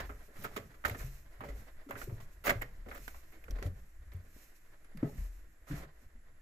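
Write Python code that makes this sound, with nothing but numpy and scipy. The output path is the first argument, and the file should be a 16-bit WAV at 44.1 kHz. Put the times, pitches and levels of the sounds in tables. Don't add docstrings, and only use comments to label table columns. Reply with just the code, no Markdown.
import sys
import numpy as np
from scipy import signal
from scipy.fft import rfft, irfft, next_fast_len
from scipy.io import wavfile
from scipy.ndimage import uniform_filter1d

SR = 44100
rng = np.random.default_rng(int(sys.argv[2]) if len(sys.argv) > 2 else 0)


def bounce(signal):
    frames = np.transpose(np.atleast_2d(signal))
    limited = np.clip(frames, -1, 1)
    pcm = np.round(limited * 32767).astype(np.int16)
    wavfile.write(sys.argv[1], SR, pcm)


def gain_from_db(level_db):
    decades = np.asarray(level_db, float) / 20
    return 10 ** decades


N = 282681
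SIZE = next_fast_len(N + SR)
RISE_SHARE = 0.012

# start_s, peak_db, t60_s, ring_hz
CRACKS = [(0.002, -32.5, 0.044, 1500), (0.849, -26.5, 0.1, 1620), (0.895, -36.5, 0.05, 1930),
          (2.2, -45.5, 0.085, 1000), (2.449, -37, 0.2, 1550), (2.493, -20.5, 0.051, 2130),
          (2.619, -35, 0.044, 2080), (3.078, -34.5, 0.031, 1360), (3.439, -49.5, 0.036, 1750),
          (4.843, -54.5, 0.079, 2030), (4.973, -46.5, 0.032, 1040), (5.179, -50, 0.074, 1710)]
# start_s, peak_db, t60_s, ring_hz
PRESSES = [(0.356, -50.5, 0.17, 1310), (0.441, -35, 0.072, 1350), (0.513, -53.5, 0.44, 1560),
           (0.562, -30, 0.076, 1150), (0.739, -53.5, 0.11, 1260), (0.993, -46, 0.24, 1710),
           (1.484, -46, 0.11, 2040), (2.015, -38.5, 0.049, 1480), (2.459, -33.5, 0.17, 2240),
           (2.476, -30, 0.076, 1620), (2.885, -46, 0.067, 2250), (2.947, -44.5, 0.17, 1780),
           (3.318, -53, 0.31, 2160), (4.115, -52.5, 0.15, 2200), (5.67, -54, 0.25, 1330),
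           (5.704, -46, 0.3, 1680)]
# start_s, peak_db, t60_s, ring_hz, relative wood_db
TAPS = [(0.091, -42.5, 0.15, 1300, -3.5), (0.451, -42.5, 0.09, 1350, -26), (0.839, -37, 0.11, 1380, -2),
        (0.945, -36.5, 0.067, 1370, -8), (1.406, -37, 0.12, 1010, -4.5), (1.907, -34.5, 0.11, 1020, -19),
        (1.952, -41, 0.17, 1520, -8), (2.093, -49, 0.13, 1010, 2.5), (2.466, -28, 0.088, 2050, -37),
        (2.505, -28, 0.035, 1130, 1), (2.612, -37.5, 0.1, 1920, -8), (2.912, -38.5, 0.1, 1450, -13),
        (3.143, -47.5, 0.091, 980, -12)]
# start_s, peak_db, t60_s, relative wood_db, relative fizz_db
BUMPS = [(0.275, -69.5, 0.11, 18.5, -24), (0.41, -56.5, 0.23, 5, 0.5), (0.88, -54, 0.057, 8, 2),
         (0.909, -56.5, 0.15, 10, -0.5), (1.435, -49, 0.25, 5, -12.5), (1.887, -49.5, 0.12, 8, -11),
         (2.438, -44, 0.18, 0, -3), (2.86, -52.5, 0.095, 11, -32), (3.482, -48, 0.041, 5, -19),
         (3.507, -48, 0.036, 6, -4), (3.556, -50, 0.06, 4, -18), (3.586, -43.5, 0.04, 0.5, -18),
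         (3.624, -43, 0.06, 8.5, -7), (3.661, -51.5, 0.055, 13, -6), (4.24, -79, 0.21, 18.5, -20),
         (4.36, -66.5, 0.021, 20.5, -15), (5.025, -49.5, 0.13, 15, -40)]


def contacts():
    cracks = [(s, db, -13, -13.5, t60, hz) for s, db, t60, hz in CRACKS]
    presses = [(s, db, -4, -14, t60, hz) for s, db, t60, hz in PRESSES]
    taps = [(s, db, wood_db, -31, t60, hz) for s, db, t60, hz, wood_db in TAPS]
    bumps = [(s, db, wood_db, fizz_db, t60, 1350) for s, db, t60, wood_db, fizz_db in BUMPS]
    return cracks + presses + taps + bumps


# pitch_hz, level_db per Hz
CRUNCH = [(290, -36.5), (500, -9), (612, 1), (757, -7.5), (1020, -9), (1160, -4.5), (1600, -7), (1820, -6),
          (2080, -3.5), (3030, -18.5), (5000, -37), (6500, -69), (11000, -120)]


def crunch():
    out, stones = np.zeros((2, N)), colour(grit(1800, 2.2, 0.6), CRUNCH)
    for s, db, _, _, t60, hz in contacts():
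        shape = swell(0.72 * RISE_SHARE * t60, t60)[1]
        burst = stones[:, round(s * SR):][:, :len(shape)]
        burst = burst * shape[:burst.shape[1]]
        ring = min(1, (1500 / hz) ** 2) * resonate(burst, hz, 230)
        add(out, s, gain_from_db(db - 9.5) * (burst + 1.55 * ring))
    return out


# pitch_hz, width_hz, level_db
WOOD = [(179, 190, -4.5), (284, 98, 0), (385, 51, 0), (452, 100, -1.5), (595, 87, -4), (765, 61, -10)]


def plank():
    effort = np.zeros(N)
    for s, db, wood_db, _, t60, _ in contacts():
        add(effort, s, gain_from_db(db + wood_db + 0.5) * swell(RISE_SHARE * t60, 1.59 * t60)[1])
    shake = grit(700, 3.6, 0.66) * effort
    out = np.zeros((2, N))
    for k, (hz, width, db) in enumerate(WOOD):
        out += (-1) ** k * gain_from_db(db) * resonate(shake, hz, width)
    return gain_from_db(13.0) * out


# pitch_hz, level_db per Hz
FIZZ = [(1760, 4), (3000, 5.5), (3750, 2), (3890, 2.5), (6040, 0), (7100, 1), (9070, -12.5), (10400, -5),
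        (14300, -2), (15200, 0), (16000, -7)]


def fizz():
    effort = np.zeros(N)
    for s, db, _, fizz_db, t60, _ in contacts():
        add(effort, s, gain_from_db(db + fizz_db - 1.0) * swell(2.16 * RISE_SHARE * t60, 1.09 * t60)[1])
    bright = colour(grit(6000, 3.2, .9) * effort, FIZZ)
    dull = signal.sosfilt(signal.butter(4, 11800, fs=SR, output="sos"), bright)
    last_treads_s = 3.4
    return np.where(np.arange(N) < last_treads_s * SR, bright, dull)


# start_s, peak_db, ring_hz
SAND = [(0.3677, -56, 10100), (0.4278, -49, 12550), (0.4388, -39, 13440), (0.443, -55, 12900),
        (0.448, -40, 12730), (0.5625, -45, 13500), (0.8513, -39, 12700), (0.8817, -38, 13000),
        (0.8884, -47, 13050), (0.8971, -40, 12900), (0.9093, -54, 11800), (1.4088, -55.5, 12100),
        (1.8978, -56, 12600), (1.9095, -42, 14100), (1.927, -54, 12730), (1.9961, -50, 13140),
        (2.0013, -51, 13180), (2.0418, -47, 12620), (2.4411, -47, 13290), (2.45, -34, 15070),
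        (2.4598, -29, 15000), (2.4681, -30, 14100), (2.4756, -28, 14900), (2.4926, -40, 13950),
        (2.5029, -35, 14100), (2.5251, -56, 9630), (2.6185, -36.5, 14560), (2.8877, -54, 13500),
        (2.9252, -56, 13180), (2.9489, -43, 15330), (2.9765, -50, 14250), (3.079, -45, 12210),
        (3.1074, -61, 12360), (3.3229, -55, 13760), (3.4408, -55, 13980), (3.5089, -51, 13100),
        (3.6261, -54, 11370), (3.6645, -55, 10060), (4.136, -52, 14450), (4.1686, -58, 12020),
        (4.8466, -59, 10210), (4.9729, -52, 12020)]
# start_s, peak_db, ring_hz
STONES = [(0.5665, -40, 3260), (0.575, -43, 3210), (0.8503, -47, 3010), (0.8809, -50, 6720),
          (0.8965, -53, 6600), (0.9096, -54, 4540), (0.9707, -55, 6850), (1.4112, -55, 3270),
          (1.909, -50, 6800), (2.0176, -59, 6870), (2.4497, -46, 4390), (2.4625, -37, 6700),
          (2.514, -40, 3320), (2.6188, -45.5, 7600), (2.8895, -54, 3010), (2.9053, -55, 4390),
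          (2.9504, -56, 7580), (2.9773, -51, 3080), (3.08, -47, 3680), (3.4815, -68, 3190),
          (3.5089, -47, 5700), (3.5593, -59, 3980), (3.5719, -63, 3900), (3.6279, -50, 6000),
          (3.6651, -51.5, 3170), (4.1197, -58, 3810), (4.9729, -57, 4730), (5.177, -64, 7040)]
# start_s, peak_db, ring_hz
CLACKS = [(0.0157, -52, 820), (0.0989, -42, 1240), (0.4452, -37, 1460), (0.4508, -29.5, 1310),
          (0.4571, -48, 1310), (0.4671, -39, 1380), (0.5137, -52, 820), (0.5665, -44, 1210),
          (0.5771, -35, 2000), (0.8404, -40, 1390), (0.8501, -20.5, 1400), (0.854, -23, 1480),
          (0.884, -49, 1490), (0.8972, -32, 2000), (0.9493, -49, 1340), (1.4071, -41, 1070),
          (1.4379, -41.5, 1260), (1.444, -45, 870), (1.9102, -33.5, 1600), (1.9181, -41, 1710),
          (1.9561, -42, 1420), (2.0175, -38, 1510), (2.4602, -36, 830), (2.4685, -32, 1990),
          (2.4787, -29, 1550), (2.4991, -22, 1600), (2.5057, -20.5, 2000), (2.5152, -29.5, 1220),
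          (2.5279, -44, 1380), (2.6158, -36, 2020), (2.6207, -29.5, 2040), (2.6298, -38, 1310),
          (2.9177, -41, 1580), (2.9461, -47, 1810), (2.9602, -45, 1380), (3.0796, -43.5, 1540),
          (3.1464, -49, 1020), (3.4411, -49.5, 2300), (3.4821, -48, 1320), (3.6259, -37.5, 1790),
          (5.7129, -45, 1560), (5.7413, -47, 1770)]
# start_s, peak_db, ring_hz
ROLLS = [(0.094, -40, 696), (0.86, -23.5, 614), (0.869, -29, 600), (0.911, -33, 600), (1.028, -45, 580),
         (1.41, -38, 1290), (1.487, -44, 614), (1.964, -40, 568), (2.023, -46, 1980), (2.446, -39, 538),
         (2.453, -30, 584), (2.4695, -22.5, 653), (2.494, -17, 2100), (2.509, -26, 595), (2.519, -36, 659),
         (2.863, -54, 533), (2.888, -45, 517), (2.924, -47, 528), (2.979, -38, 1320), (3.557, -47, 1380),
         (3.586, -42, 573), (3.633, -45, 719), (5.028, -47, 536), (5.0322, -31.5, 430), (5.059, -41, 519),
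         (5.672, -52, 657), (5.789, -47, 1810), (5.829, -45, 1780), (0.879, -30, 620), (0.8845, -34, 640),
         (0.9545, -33, 1700), (3.538, -47, 1500)]


def snaps():
    out = np.zeros((2, N))
    sides = np.array([[1], [-0.3]])
    lead_s = .0005
    # events, t60 s, resonance width Hz, gain dB
    kinds = [(SAND, 0.024, 3100, 3.7), (STONES, 0.011, 750, 2.5),
             (CLACKS, .005, 243, 4.4), (ROLLS, .008, 330, -4.2)]
    for rows, t60, width, gain_db in kinds:
        shape = swell(.0003, t60)[1][:2000]
        click = 8.6 * (np.arange(len(shape)) == 0)
        for s, db, hz in rows:
            burst = rng.standard_normal((2, len(shape))) * shape + click
            ring = resonate(resonate(burst, hz, width), hz, 3.1 * width)
            ring = ring / np.abs(ring).max(axis=1, keepdims=True)
            add(out, s - lead_s, gain_from_db(db + gain_db) * sides * ring)
    return out


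# start_s, peak_db, pitch_hz, t60_s
HEELS = [(5.0287, -19.5, 282, 0.018), (5.036, -42, 419, 0.094), (5.04, -43.5, 631, 0.068),
         (5.027, -51.5, 910, 0.02), (5.04, -57, 1970, 0.037), (5.051, -53, 1284, 0.05),
         (5.085, -53.5, 833, 0.05), (5.703, -39.5, 292.6, 0.16), (1.862, -47.5, 280, 0.087),
         (2.072, -41, 375, 0.034), (2.115, -44.5, 350, 0.029), (3.325, -61.5, 332, 0.14),
         (3.37, -62, 306, 0.092), (3.6205, -39, 380, 0.016), (3.479, -50, 503, 0.039),
         (5.048, -36.5, 258, 0.037), (6.02, -63, 243, 0.075)]
# start_s, peak_db, pitch_hz, t60_s
THUMPS = [(0.099, -48, 73.5, 0.22), (0.407, -50, 103, 0.083), (0.591, -47.5, 108.8, 0.22),
          (0.854, -33, 73.5, 0.31), (0.909, -34.5, 103, 0.15), (1.025, -43.5, 134.3, 0.43),
          (1.392, -47, 112, 0.15), (1.451, -49, 139, 0.11), (1.938, -44.5, 108, 0.1),
          (2.083, -35.5, 119, 0.073), (2.122, -33, 106, 0.1), (2.169, -51.5, 116.4, 0.41),
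          (2.49, -43, 104.2, 0.31), (2.553, -33.5, 104.5, 0.2), (2.639, -49, 120, 0.31),
          (3.653, -28, 90.3, 0.22), (3.719, -53, 85, 0.28), (4.145, -35, 90.2, 0.19),
          (4.188, -44, 94, 0.024), (5.025, -34.5, 117, 0.1), (5.186, -44, 68.6, 0.36)]
# start_s, peak_db, pitch_hz, t60_s
KNOCKS = [
    (1.024, -52, 147, 0.2),
    (4.948, -43.5, 209, 0.11),
    (4.968, -44, 161, 0.14),
    (5.043, -30, 149.6, 0.12),
    (5.701, -38, 143, 0.26),
    (5.708, -41, 158, 0.1),
    (5.738, -31, 150, 0.041),
    (5.79, -47, 161.7, 0.22),
    (5.86, -50.5, 147, 0.14),
    (6.148, -61.5, 233, 0.16),
]
# start_s, peak_db, pitch_hz, t60_s
SAGS = [(0.004, -43, 44.5, 0.22), (0.86, -36.5, 71.3, 0.35), (1.008, -40, 34.2, 0.54),
        (1.091, -54, 36, 0.26), (1.49, -41, 52.5, 0.39), (2.025, -43.5, 36.6, 0.57),
        (2.47, -42, 31.5, 0.57), (2.58, -38, 31.3, 0.27), (2.689, -50, 40.8, 0.51), (2.779, -46, 34.1, 1),
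        (2.86, -44.5, 67.3, 0.18), (2.997, -46.5, 33.8, 0.85), (3.128, -50, 63.3, 0.38),
        (3.501, -37, 43, 0.074), (3.523, -30, 41.5, 0.39), (4.067, -43.5, 54.4, 0.36),
        (4.349, -50, 52, 0.15), (5.183, -32.5, 41.25, 0.65), (5.718, -38, 41.4, 0.23),
        (5.769, -44, 57, 0.32)]


def thuds():
    out = np.zeros(N)
    for rows, rise_s in (HEELS, 0.0062), (THUMPS, 0.0043), (KNOCKS, 0.0017), (SAGS, 0.0038):
        for s, db, hz, t60 in rows:
            t, shape = swell(rise_s, t60)
            mode = np.sin(2 * np.pi * hz * t)
            neighbour = 0.19 * np.sin(2 * np.pi * 1.38 * hz * t)
            add(out, s, gain_from_db(db) * shape * (mode + neighbour))
    return out * [[1], [1]]


# start_s, length_s, scrape_db, hiss_db
DRAGS = [
    (0.336, 0.1, -67, -68),
    (0.963, 0.094, -59.5, -62),
    (3.548, 0.055, -53.5, -75),
    (1.965, 0.093, -56, -55.5),
    (2.88, 0.092, -58, -84),
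    (3.616, 0.075, -59, -72),
    (5.664, 0.094, -64, -61),
    (5.733, 0.092, -58, -58.5),
    (5.8, 0.062, -58.5, -65),
]


def drags():
    t = np.arange(N) / SR
    scrape, hiss = np.zeros((2, N))
    for start, length, scrape_db, hiss_db in DRAGS:
        pressed = np.clip(np.minimum((t - start) / 0.027, (start + length - t) / 0.033), 0, 1)
        scrape += gain_from_db(scrape_db) * pressed
        hiss += gain_from_db(hiss_db) * pressed
    return scrape, hiss


# start_s, peak_db, fade_db per s
BRUSHES = [
    (0.0, -44.5, 255),
    (0.21, -63.5, 55),
    (0.52, -58, 72),
    (1.57, -65, 23),
    (2.48, -68.5, 2),
    (3.05, -67.5, 63.5),
    (3.63, -59.5, 99),
    (5.05, -64.5, 41),
    (5.84, -68.5, 26),
]
# pitch_hz, level_db per Hz
SCRAPE = [(150, -33.5), (260, -2.5), (626, 0.5), (930, -6), (1040, -1), (1130, -6), (1450, -4.5),
          (1930, -1.5), (2530, -15), (3810, -16.5), (5000, -19.5), (6500, -40), (11000, -120)]


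def scrape():
    rest_db = -66.5 - 1.87 * np.arange(N) / SR
    effort = efforts(BRUSHES, 65, rest_db) + drags()[0]
    return colour(grit(3000, 0.86, 1.13) * effort * gain_from_db(4.87 * drift(38)), SCRAPE)


# start_s, peak_db, fade_db per s
SWINGS = [(0.0, -63, 32), (0.52, -64, 35), (1.03, -59, 50), (1.57, -63, 67), (2.05, -64, 34),
          (2.62, -64, 83), (3.05, -60, 48), (3.62, -71, 18), (4.39, -64, 40), (5.2, -61, 59),
          (6.02, -75, 73)]
# pitch_hz, level_db per Hz
RUSTLE = [(1470, -9), (2500, 0.5), (3260, -11.5), (4140, -5.5), (4650, -9.5), (5560, -4), (7190, -4.5),
          (9440, -13.5), (12300, -1.5), (15200, -9.5), (16000, -8)]


def rustle():
    effort = efforts(SWINGS, 80, -86) + drags()[1]
    bright = colour(grit(6000, 2.9, 1.0) * effort * gain_from_db(2.9 * drift(30)), RUSTLE)
    dull = signal.sosfilt(signal.butter(6, 13500, fs=SR, output="sos"), bright)
    slab_s = DRAGS[-3][0]
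    return np.where(np.arange(N) / SR < slab_s, bright, dull)


# start_s, framing rumble_db, tread shudder_db, fade_db per s
SHIFTS = [(0.0, -38, -51, 53), (0.4, -54, -55, 21), (0.66, -52, -56.5, 57), (1.03, -42.5, -53, 53),
          (1.23, -64, -73, 16), (1.57, -45, -64, 43.5), (2.11, -48, -61, 34), (2.48, -47, -58, 18),
          (3.05, -50.5, -69, 56), (3.5, -53, -73, 9), (3.62, -54, -55, 66), (3.68, -41.5, -54, 47),
          (4.02, -49.5, -68.5, 30), (4.21, -65, -65.5, 34), (5.21, -44.5, -56, 123), (5.48, -53, -80, 26),
          (6.05, -53, -70.5, 25)]
# pitch_hz, level_db per Hz
RUMBLE = [(14, -24), (28, -4.5), (42, -2), (60, -3), (85, -13), (110, -34.5), (200, -71.5)]
# pitch_hz, level_db per Hz
CREAK = [(50, -42.5), (85, 1.5), (110, 2), (150, -4.5), (220, -7), (290, -31), (500, -62)]


def structure():
    rise, faster = 46.6, 2.43
    rumble = efforts([(s, db, fade) for s, db, _, fade in SHIFTS], rise, -69)
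    shudder = efforts([(s, db, faster * fade) for s, _, db, fade in SHIFTS], faster * rise, -78.5)
    rumble = colour(rng.standard_normal((2, N)), RUMBLE) * rumble * gain_from_db(-5.5 + 2.0 * drift(30))
    shudder = colour(rng.standard_normal((2, N)), CREAK) * shudder * gain_from_db(2.5 + 5.7 * drift(18))
    return rumble + shudder


def room(x):
    t60_s, level_db = 0.25, -16.5
    t = np.arange(int(.6 * SR)) / SR
    tail = rng.standard_normal((2, len(t))) * gain_from_db(-60 * t / t60_s) * (t > .006)
    tail = signal.sosfilt(signal.butter(1, [380, 2400], "band", fs=SR, output="sos"), tail)
    return gain_from_db(level_db) * signal.fftconvolve(x, rms_one(tail) / np.sqrt(len(t)), axes=1)[:, :N]


# pitch_hz, level_db per Hz
HUSH = [(130, -46), (220, -14), (326, 2.5), (403, -11), (900, -15), (1840, -3), (3190, -21.5),
        (5350, -22.5), (7380, -15), (9300, -25.5), (10500, -15), (11700, -16.5), (12600, -14.5),
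        (14500, -21), (15600, -72)]


def hush():
    waver_db = 1.4 * drift(3.153)
    return gain_from_db(-72 + waver_db) * colour(rng.standard_normal((2, N)), HUSH)


def sway():
    band = signal.butter(2, [5, 14], "band", fs=SR, output="sos")
    slow = signal.sosfilt(band, rng.standard_normal(N + SR))
    return gain_from_db(-53.5 + 1.0 * drift(7.8)) * rms_one(slow[SR:])


# pitch_hz, left-right likeness (-1 to 1)
LIKENESS = [(60, .99), (150, .97), (350, .85), (650, 0.58), (1000, 0.11), (1800, -0.23), (4500, -0.03),
            (6500, 0.35), (8500, .99), (11000, 0.5), (15000, 0.05)]
# pitch_hz, level_db
SHADING = [(60, 0.5), (110, -1), (200, -2), (380, -2.5), (700, -1), (1290, -5.5), (2380, -2), (4400, -1),
           (8120, -4), (15000, -7.5)]
# pitch_hz, lag_radians
LEFT_LAG = [(120, 0), (350, .12), (690, .45), (1030, 2.1), (1700, 3.3), (3500, 5.0), (6000, 6.28)]


def ports(pair):
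    alike, shade = np.clip(at_hz(LIKENESS), -.99, .99), at_hz(SHADING)
    common, opposed = rfft(pair, SIZE)
    common, opposed = common * np.sqrt(1 + alike), opposed * np.sqrt(1 - alike)
    left = (common + opposed) * gain_from_db(shade / 2) * np.exp(-1j * at_hz(LEFT_LAG))
    right = (common - opposed) * gain_from_db(-shade / 2)
    return irfft(np.array([left, right]), SIZE)[:, :N] / np.sqrt(2)


def rms_one(x):
    return x / np.sqrt(np.mean(x ** 2) + 1e-20)


def at_hz(points):
    hz, value = np.transpose(points)
    return np.interp(np.log(np.arange(SIZE // 2 + 1) * SR / SIZE + 1), np.log(hz), value)


def colour(x, spectrum):
    cepstrum = irfft(at_hz(spectrum) * np.log(10) / 20, SIZE)
    cepstrum[1:SIZE // 2] *= 2
    cepstrum[SIZE // 2 + 1:] = 0
    response = np.exp(rfft(cepstrum))
    response = response / np.sqrt(np.mean(np.abs(response) ** 2))
    return irfft(rfft(x, SIZE) * response, SIZE)[..., :N]


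def resonate(x, hz, width):
    r = np.exp(-np.pi * max(width, 30) / SR)
    return signal.lfilter([1 - r, 0, r - 1], [1, -2 * r * np.cos(2 * np.pi * hz / SR), r * r], x + 1e-18)


def drift(rate):
    knots = rng.standard_normal(int(N / SR * 40) + 2)
    return np.interp(np.arange(N) / SR * min(rate, 39), np.arange(len(knots)), knots)


def grit(per_s, spread_db, smooth):
    sizes = gain_from_db(spread_db * np.minimum(rng.exponential(1, N), 4))
    sizes = sizes * (rng.random(N) < per_s / SR)
    grains = rms_one(sizes * rng.choice([-1, 1], (2, N)))
    return rms_one(grains + smooth * rng.standard_normal((2, N)))


def swell(rise_s, t60):
    t = np.arange(int(.7 * SR)) / SR
    shape = (1 - np.exp(-t / max(rise_s, 1e-4))) ** 2 * gain_from_db(-60 * t / max(t60, .01))
    return t, shape / shape.max()


def efforts(rows, rise, rest_db):
    t, out = np.arange(N) / SR, rest_db
    for s, db, fade in rows:
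        out = np.maximum(out, db - np.where(t < s, rise * (s - t), fade * (t - s)))
    return gain_from_db(out)


def add(track, s, piece):
    at = max(round(s * SR), 0)
    track[..., at:at + piece.shape[-1]] += piece[..., :N - at]


def scene():
    feet = crunch() + plank() + fizz() + thuds()
    motion = scrape() + rustle() + structure()
    return ports(feet + snaps() + motion + room(feet) + hush()) + sway()


def gate_top(x):
    from_hz, floor_db, db_per_khz, chance_db = 8000, -108, 1.9, 3.2
    hz, _, cells = signal.stft(x, SR, nperseg=1024, noverlap=768)
    hz = hz[:, None]

    def blur(grid, frames):
        return uniform_filter1d(uniform_filter1d(grid, size=3, axis=0), size=frames, axis=1)

    power = blur(np.mean(np.abs(cells) ** 2, axis=0), 8)
    chance = rms_one(blur(rng.standard_normal(power.shape), 14))
    least_db = floor_db + db_per_khz * (hz - from_hz) / 1000
    kept = (10 * np.log10(power + 1e-18) + chance_db * chance > least_db) | (hz < from_hz)
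    return signal.istft(cells * kept, SR, nperseg=1024, noverlap=768)[1][:, :N]


def low_pass(x):
    return signal.sosfilt(signal.butter(12, 16300, fs=SR, output="sos"), x)


def record(dry):
    dry = signal.sosfilt(signal.butter(2, 4, "high", fs=SR, output="sos"), dry)
    dry = signal.sosfilt(signal.cheby2(12, 60, 16350, fs=SR, output="sos"), dry)
    return low_pass(gate_top(dry))


dry = scene()
out = record(dry)
bounce(out)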